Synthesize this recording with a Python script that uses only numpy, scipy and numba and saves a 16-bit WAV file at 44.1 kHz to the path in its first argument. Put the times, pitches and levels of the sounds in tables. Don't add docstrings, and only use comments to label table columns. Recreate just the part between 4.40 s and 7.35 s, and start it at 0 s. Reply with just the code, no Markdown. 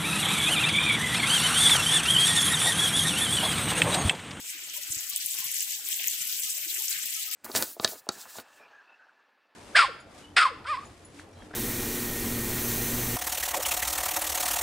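import sys
import numpy as np
from scipy import signal
from scipy.fft import rfft, irfft, next_fast_len
from scipy.io import wavfile
from scipy.ndimage import uniform_filter1d
from numba import njit

SR = 44100
rng = np.random.default_rng(int(sys.argv[2]) if len(sys.argv) > 2 else 0)


def store_pcm(level_fs):
    pcm = np.round(np.clip(level_fs, -1, 1) * 32767).astype(np.int16)
    wavfile.write(sys.argv[1], SR, np.atleast_2d(pcm).T)


def attenuation_scalar(level_db):
    decades = np.asarray(level_db, float) / 20
    return 10 ** decades


N = 130095


def unit(x):
    return x / np.sqrt(np.mean(x ** 2))


def curve(table, hz):
    points = np.array(table, float)
    return np.interp(np.log(np.maximum(hz, 1)), np.log(points[:, 0]), points[:, 1])


def shape(x, gain):
    size = next_fast_len(N + 4096)
    hz = np.arange(size // 2 + 1) * SR / size
    return irfft(rfft(x, size) * gain(hz), size)[..., :N]


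def walk(rate_hz):
    hold = max(int(SR / rate_hz), 2)
    steps = rng.standard_normal(N // 64 + 1)[np.arange(N) // hold]
    return unit(uniform_filter1d(steps, hold))


@njit
def ring(at, hz, cycles, size, phase, glide, count):
    out = np.zeros(count)
    for g in range(len(at)):
        tau = cycles[g] * SR / hz[g] / 2
        start, p = int(at[g] * SR - 1.6 * tau), phase[g]
        for k in range(int(5 * tau)):
            x = k / tau - 1.6
            p += 2 * np.pi * min(hz[g] * (1 + glide * x) / SR, .45)
            if 0 <= start + k < count:
                fade = 2 if x < 0 else 1 / (.6 + .5 * x)
                out[start + k] += size[g] * np.exp(-x * x * fade) * np.sin(p)
    return out


def paths(at, hz, cycles, size):
    echo_s, echo_smear, glide = .004, 2.2, .031
    u = rng.random((len(at), 5)).T
    smear = [1, echo_smear, echo_smear]
    late = [0, -echo_s * np.log(1 - u[3]), -echo_s * np.log(1 - u[4])]
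    out = []
    for k in range(3):
        strength = size / np.sqrt(smear[k])
        out.append(ring(at + late[k], hz, cycles * smear[k] + 0 * hz, strength, 2 * np.pi * u[k], glide, N))
    return np.array(out)


# (time [s], level [dB])
HEAT = [(0, -41), (.34, -40.5), (.55, -38), (1.02, -35), (1.3, -35.5), (1.42, -38.5), (1.6, -35),
        (1.71, -35), (2.16, -35), (2.55, -35), (2.95, -34.5)]


def heat_db(t):
    return np.interp(t, *np.array(HEAT).T)


def heat_tilt_db(heat, octave):
    return 0.37 * octave * (heat - heat.max())


# (time [s], rise [dB], length [s], pitch [Hz])
SPURTS = [(0.034, -11, 0.052, 1670), (0.098, 6, 0.073, 9350), (0.145, 3.5, 0.082, 1720),
          (0.165, -5.5, 0.052, 9500), (0.225, 5.9, 0.028, 2410), (0.339, 5, 0.06, 2950),
          (0.363, 11, 0.045, 11400), (0.515, 8.5, 0.028, 9100), (0.588, 3.5, 0.092, 5900),
          (0.59, 4, 0.24, 1670), (0.673, -8, 0.035, 2970), (0.7, 9, 0.018, 11100),
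          (0.746, -11, 0.011, 15000), (0.773, 5.5, 0.013, 7600), (0.774, 2.5, 0.14, 3400),
          (0.864, 11, 0.011, 11500), (0.887, -5, 0.06, 1740), (0.919, 8, 0.026, 8200),
          (1.027, 4, 0.043, 1700), (1.083, 2, 0.15, 6400), (1.241, 4.5, 0.037, 6300),
          (1.415, -7.5, 0.12, 2360), (1.416, -4, 0.012, 7600), (1.498, 1.5, 0.027, 12400),
          (1.511, 1, 0.028, 4270), (1.517, 6, 0.076, 2010), (1.567, -5, 0.02, 1980),
          (1.597, 12.5, 0.0067, 2420), (1.627, -20, 0.0084, 11100), (1.66, 12, 0.078, 1880),
          (1.69, 3, 0.067, 5300), (1.697, 6, 0.096, 11700), (2.005, -12, 0.027, 4230),
          (2.105, 11, 0.017, 9500), (2.135, -23, 0.0067, 5470), (2.226, -5, 0.049, 8060),
          (2.247, -3.5, 0.11, 3540), (2.305, 7, 0.038, 3600), (2.367, 12, 0.031, 1910),
          (2.38, 5, 0.1, 11400), (2.5, 7.5, 0.033, 11600), (2.519, 5, 0.038, 4900), (2.54, 10, 0.12, 1666),
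          (2.644, 4, 0.038, 1700), (2.745, 6, 0.094, 2230), (2.902, -21.5, 0.014, 9100)]


def spurt_db(t, hz):
    share, width_octaves = 0.96, 0.57
    total = 0
    for start, db, length, centre in SPURTS:
        in_time = ((t - start) / (.5 * length)) ** 2
        in_pitch = (np.log2(hz / centre) / width_octaves) ** 2
        total = total + db * np.exp(-in_time - in_pitch)
    return share * total


def steam(heat):
    t, noise = np.arange(0, N, 32) / SR, rng.standard_normal((3, N))
    out = 0
    for hz in 1200 * 2 ** np.arange(0, 4, .5):
        db = np.repeat(spurt_db(t, hz), 32)[:N] + heat_tilt_db(heat, np.log2(hz / 7000))
        band = shape(noise, lambda f: np.clip(1 - 2 * np.abs(np.log2(f / hz + 1e-9)), 0, 1))
        out = out + attenuation_scalar(db) * band
    return attenuation_scalar(-6.5) * out


def foam():
    bubbles, cycles, level_db = 36000, 3.2, 4.5
    scatter_db, scatter_tilt_db, biggest = 3.6, .9, 3.6
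    u = rng.random((bubbles, 3)).T
    at, hz = u[0] * N / SR, 1200 + 14800 * u[1]
    octave, i = np.log2(hz / 7000), (u[0] * N).astype(int)
    zones = np.array([walk(44.92) for _ in range(8)])
    shared = 1.57 * walk(60.2)
    heat = heat_db(np.arange(N) / SR)
    db = np.minimum(-np.log(1 - u[2]), biggest) * (scatter_db + scatter_tilt_db * octave)
    db = db + shared[i] + 2 * zones[(u[1] * 8).astype(int), i]
    db = db + spurt_db(at, hz) + 0.37 * octave * (heat - heat.max())[i]
    fizz = paths(at, hz, cycles, attenuation_scalar(db) * np.sqrt(hz))
    return (unit(fizz) + steam(heat)) * attenuation_scalar(level_db + heat)


# (pitch [Hz], level [dB per Hz])
KITCHEN = [(40, -14.5), (270, -7), (334, -7.5), (467, -9), (1060, -7), (1160, -11.5), (1500, -1.5),
           (1950, -24.5), (3300, -120)]


def kitchen():
    level_db, patchy_db, patch_s = -60.5, 5.5, .03
    out = np.zeros((2, N))
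    for port in range(2):
        for hz in 45 * 1.5 ** np.arange(10):
            bell = lambda f: np.exp(-(np.log(f / hz + 1e-9) / 0.37) ** 2)
            band = shape(rng.standard_normal(N), lambda f: attenuation_scalar(curve(KITCHEN, f)) * bell(f))
            out[port] += band * attenuation_scalar(patchy_db * walk(1 / patch_s))
    return unit(out) * attenuation_scalar(level_db)


# (time [s], peak level [dB], pitch [Hz], half the left-right gap [dB])
LOW_TONES = [(0.154, -62, 315, -0.5), (0.369, -53.5, 988, 18), (0.386, -54, 594, 17), (0.491, -60, 308, 11),
             (0.505, -44.5, 106, 20), (0.534, -56, 314, 6), (0.569, -47, 107, 17), (0.575, -57.1, 302, 15),
             (0.723, -54.5, 1150, -20), (0.949, -61, 1100, 4), (0.99, -56.2, 1052, -8), (0.998, -62.6, 162, 1),
             (1.027, -52, 1050, -5), (1.027, -56.5, 893, 7), (1.054, -56.9, 1100, -2), (1.059, -59.5, 158, -1),
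             (1.466, -60.5, 381, -2), (1.495, -63, 357, 3), (1.707, -62, 173, -13), (1.733, -60, 424, -17),
             (1.814, -60, 167, 5), (1.858, -64, 235, -17), (1.962, -63, 365, 3), (2.075, -57.5, 1259, 6),
             (2.177, -57, 637, 11), (2.27, -53.4, 329, 4), (2.328, -60.5, 346, -2), (2.386, -55.5, 366, 6),
             (2.392, -59, 1236, 4), (2.412, -53, 898, 11), (2.589, -62, 1250, 8), (2.647, -63.5, 215, -14),
             (2.775, -50.5, 1305, 8), (2.888, -53, 1273, 6), (2.911, -57, 1260, 6), (2.937, -56, 1278, 8)]


def low_tones():
    knock_s, tone_s, level_db = .012, .026, 6
    at, db, hz, pan_db = np.array(LOW_TONES, float).T
    cycles = hz * np.where(hz < 130, knock_s, tone_s)
    left = 1 / (1 + attenuation_scalar(-4 * pan_db))
    sides = [ring(at, hz, cycles, attenuation_scalar(level_db + db) * np.sqrt(w), 0 * at, 0., N) for w in (left, 1 - left)]
    return np.array(sides)


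# (time [s], peak level [dB], pitch [Hz])
BRIGHT_POPS = [(0.5368, -20.0, 13500), (0.6078, -16.7, 14300), (0.6946, -17.9, 14300),
               (0.7007, -18.7, 11100), (0.7621, -9.7, 10300), (0.7789, -16.2, 14200),
               (0.8615, -12.8, 11400), (0.9194, -16.6, 14400), (0.9513, -21.4, 10800),
               (0.9873, -15.7, 14100), (1.0057, -13.8, 14600), (1.0427, -16.5, 10800),
               (1.0447, -16.6, 14400), (1.0527, -16.5, 14000), (1.1161, -13.9, 14200),
               (1.1436, -17.7, 10400), (1.1838, -14.0, 14000), (1.2067, -18.9, 10500),
               (1.2286, -14.6, 13900), (1.3087, -21.4, 11200), (1.4651, -18.1, 14700),
               (1.4882, -17.0, 13900), (1.4885, -15.4, 11600), (1.5624, -17.5, 13500),
               (1.5625, -18.7, 11600), (1.6734, -5.1, 14500), (1.682, -13.8, 14100), (1.8288, -16.9, 13500),
               (1.8548, -19.6, 11900), (1.8752, -19.9, 10700), (2.1084, -17.9, 11600),
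               (2.1801, -14.6, 14700), (2.3008, -17.0, 14100), (2.3405, -21.3, 11800),
               (2.4224, -15.7, 13900), (2.4226, -16.6, 11700), (2.4571, -17.2, 14500),
               (2.4985, -15.6, 14300), (2.5019, -13.0, 14700), (2.5062, -16.1, 14700),
               (2.6583, -14.8, 14300), (2.706, -20.9, 10800), (2.7395, -18.8, 11500),
               (2.7976, -19.0, 10900)]
# (time [s], peak level [dB], pitch [Hz])
DULL_POPS = [(0.2985, -23.9, 6000), (0.4343, -23.5, 6200), (0.5216, -18.5, 6900), (0.5256, -23.0, 7300),
             (0.5474, -24.1, 6600), (0.5477, -25.6, 5000), (0.5796, -22.7, 7400), (0.5874, -20.7, 6500),
             (0.5922, -20.8, 6900), (0.7004, -22.4, 6700), (0.7341, -24.4, 4900), (0.762, -15.9, 8500),
             (0.9062, -22.0, 8700), (0.9099, -21.7, 7800), (0.9693, -23.8, 5200), (0.9878, -22.3, 6800),
             (1.1581, -23.0, 7200), (1.1893, -22.7, 6600), (1.1955, -19.7, 6500), (1.2064, -17.3, 7900),
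             (1.2287, -20.5, 7300), (1.3085, -22.4, 6700), (1.321, -20.2, 6400), (1.3505, -23.7, 6700),
             (1.4508, -23.1, 7200), (1.5372, -22.5, 7100), (1.5411, -22.0, 7000), (1.6421, -23.3, 2700),
             (1.6824, -25.7, 5200), (1.6824, -12.4, 6600), (1.7161, -21.8, 7500), (1.8958, -25.9, 5300),
             (1.9144, -23.2, 6500), (2.4824, -25.7, 5400), (2.4824, -17.7, 6200), (2.5087, -26.6, 5100),
             (2.5087, -21.3, 6500), (2.5224, -21.8, 4900)]


def pops():
    at, db, hz = np.array(list(BRIGHT_POPS) + list(DULL_POPS), float).T
    return paths(at, hz, 4.5 * np.sqrt(hz / 12000), attenuation_scalar(4 + db - curve(LEFT_PORT, hz)))


# (pitch [Hz], level [dB])
LEFT_PORT = [(1150, -15), (2000, -3), (3050, -1), (4300, -2.5), (5800, 1.5), (7600, -1), (9200, -4.5),
             (14900, 2.5)]
# (pitch [Hz], level [dB])
RIGHT_PORT = [(1150, -26.5), (2000, -3.5), (2900, 5), (5400, -3), (7800, 8), (9600, -7), (12000, -5),
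              (14900, -11)]
# (pitch [Hz], share [0-1])
DIRECT = [(2500, 0.07), (4800, 0.03), (7000, 0.29), (8300, 0.96), (11000, 0.25), (15000, 0.35)]


def ports(direct, echo_left, echo_right):
    left_wet, right_db = 0.32, -3.5

    def colour(table):
        return lambda f: attenuation_scalar(curve(table, f) - 60 * np.clip(np.log2(1150 / (f + 1)), 0, 3))

    share = lambda f: np.clip(curve(DIRECT, f), 0, .98)
    left = shape(direct + left_wet * echo_left, colour(LEFT_PORT))
    right = shape(direct, share) + shape(echo_right, lambda f: np.sqrt(1 - share(f) ** 2))
    return np.array([left, attenuation_scalar(right_db) * shape(right, colour(RIGHT_PORT))])


def scene():
    return ports(*(foam() + pops())) + kitchen() + low_tones()


# (pitch [Hz], level [dB])
STARVE = [(100, -26), (900, -22), (1400, -13), (2300, -21), (9300, -12), (15000, -17)]
# (centre time [s], length [s])
GAPS = [
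    [(.86, .16), (1.09, .03), (1.29, .17), (1.58, .1), (2.77, .22)],
    [(1.125, .06), (1.93, .05)],
]


def starve(x):
    spread_db, zone_spread_db = 2, 4.5
    gap_db, gap_top_hz = 14, 1550
    mono_low_hz, mono_high_hz, mono_below_db, mono_span_db = 6400, 10500, -33, 17
    window = np.sin(np.pi * (np.arange(2048) + .5) / 2048)
    hz, t, z = signal.stft(x, SR, window=window, nperseg=2048)
    loud = np.sqrt(np.mean(np.abs(z) ** 2, axis=1, keepdims=True))
    zone = (np.sqrt(hz) / 3).astype(int)
    mood = spread_db * rng.standard_normal(loud.shape)
    mood = mood + zone_spread_db * rng.standard_exponential((2, 64, z.shape[2]))[:, zone]
    gaps = np.array([sum(np.abs(t - s) < length / 2 for s, length in port) for port in GAPS])
    mood = mood + gap_db * gaps[:, None] * (hz < gap_top_hz)[:, None]
    ratio = np.abs(z) / (loud * attenuation_scalar(curve(STARVE, hz)[:, None] + mood) + 1e-12)
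    odds = (mono_below_db - heat_db(t)) / mono_span_db
    draw = rng.random((64, len(t)))[zone // 2][:, np.arange(len(t)) // 2]
    mono = (draw < odds) & ((hz > mono_low_hz) & (hz < mono_high_hz))[:, None]
    z = z * (ratio > 1)
    z = np.where(mono, z.mean(axis=0), z)
    return signal.istft(z, SR, window=window, nperseg=2048)[1][:, :N]


def top_cut(x):
    top_hz = 15460
    step_db = lambda f: np.clip((f - top_hz) / 80, 0, 1) * 8.2
    slope_db = lambda f: np.clip((f - top_hz) / 1000, 0, 2) * 20
    return shape(x, lambda f: attenuation_scalar(-step_db(f) - slope_db(f)))


def band_limit(x):
    return signal.sosfilt(signal.butter(12, 16780, fs=SR, output="sos"), x)


def record(dry):
    mix = starve(top_cut(dry))
    return band_limit(mix)


dry = scene()
out = record(dry)
store_pcm(out)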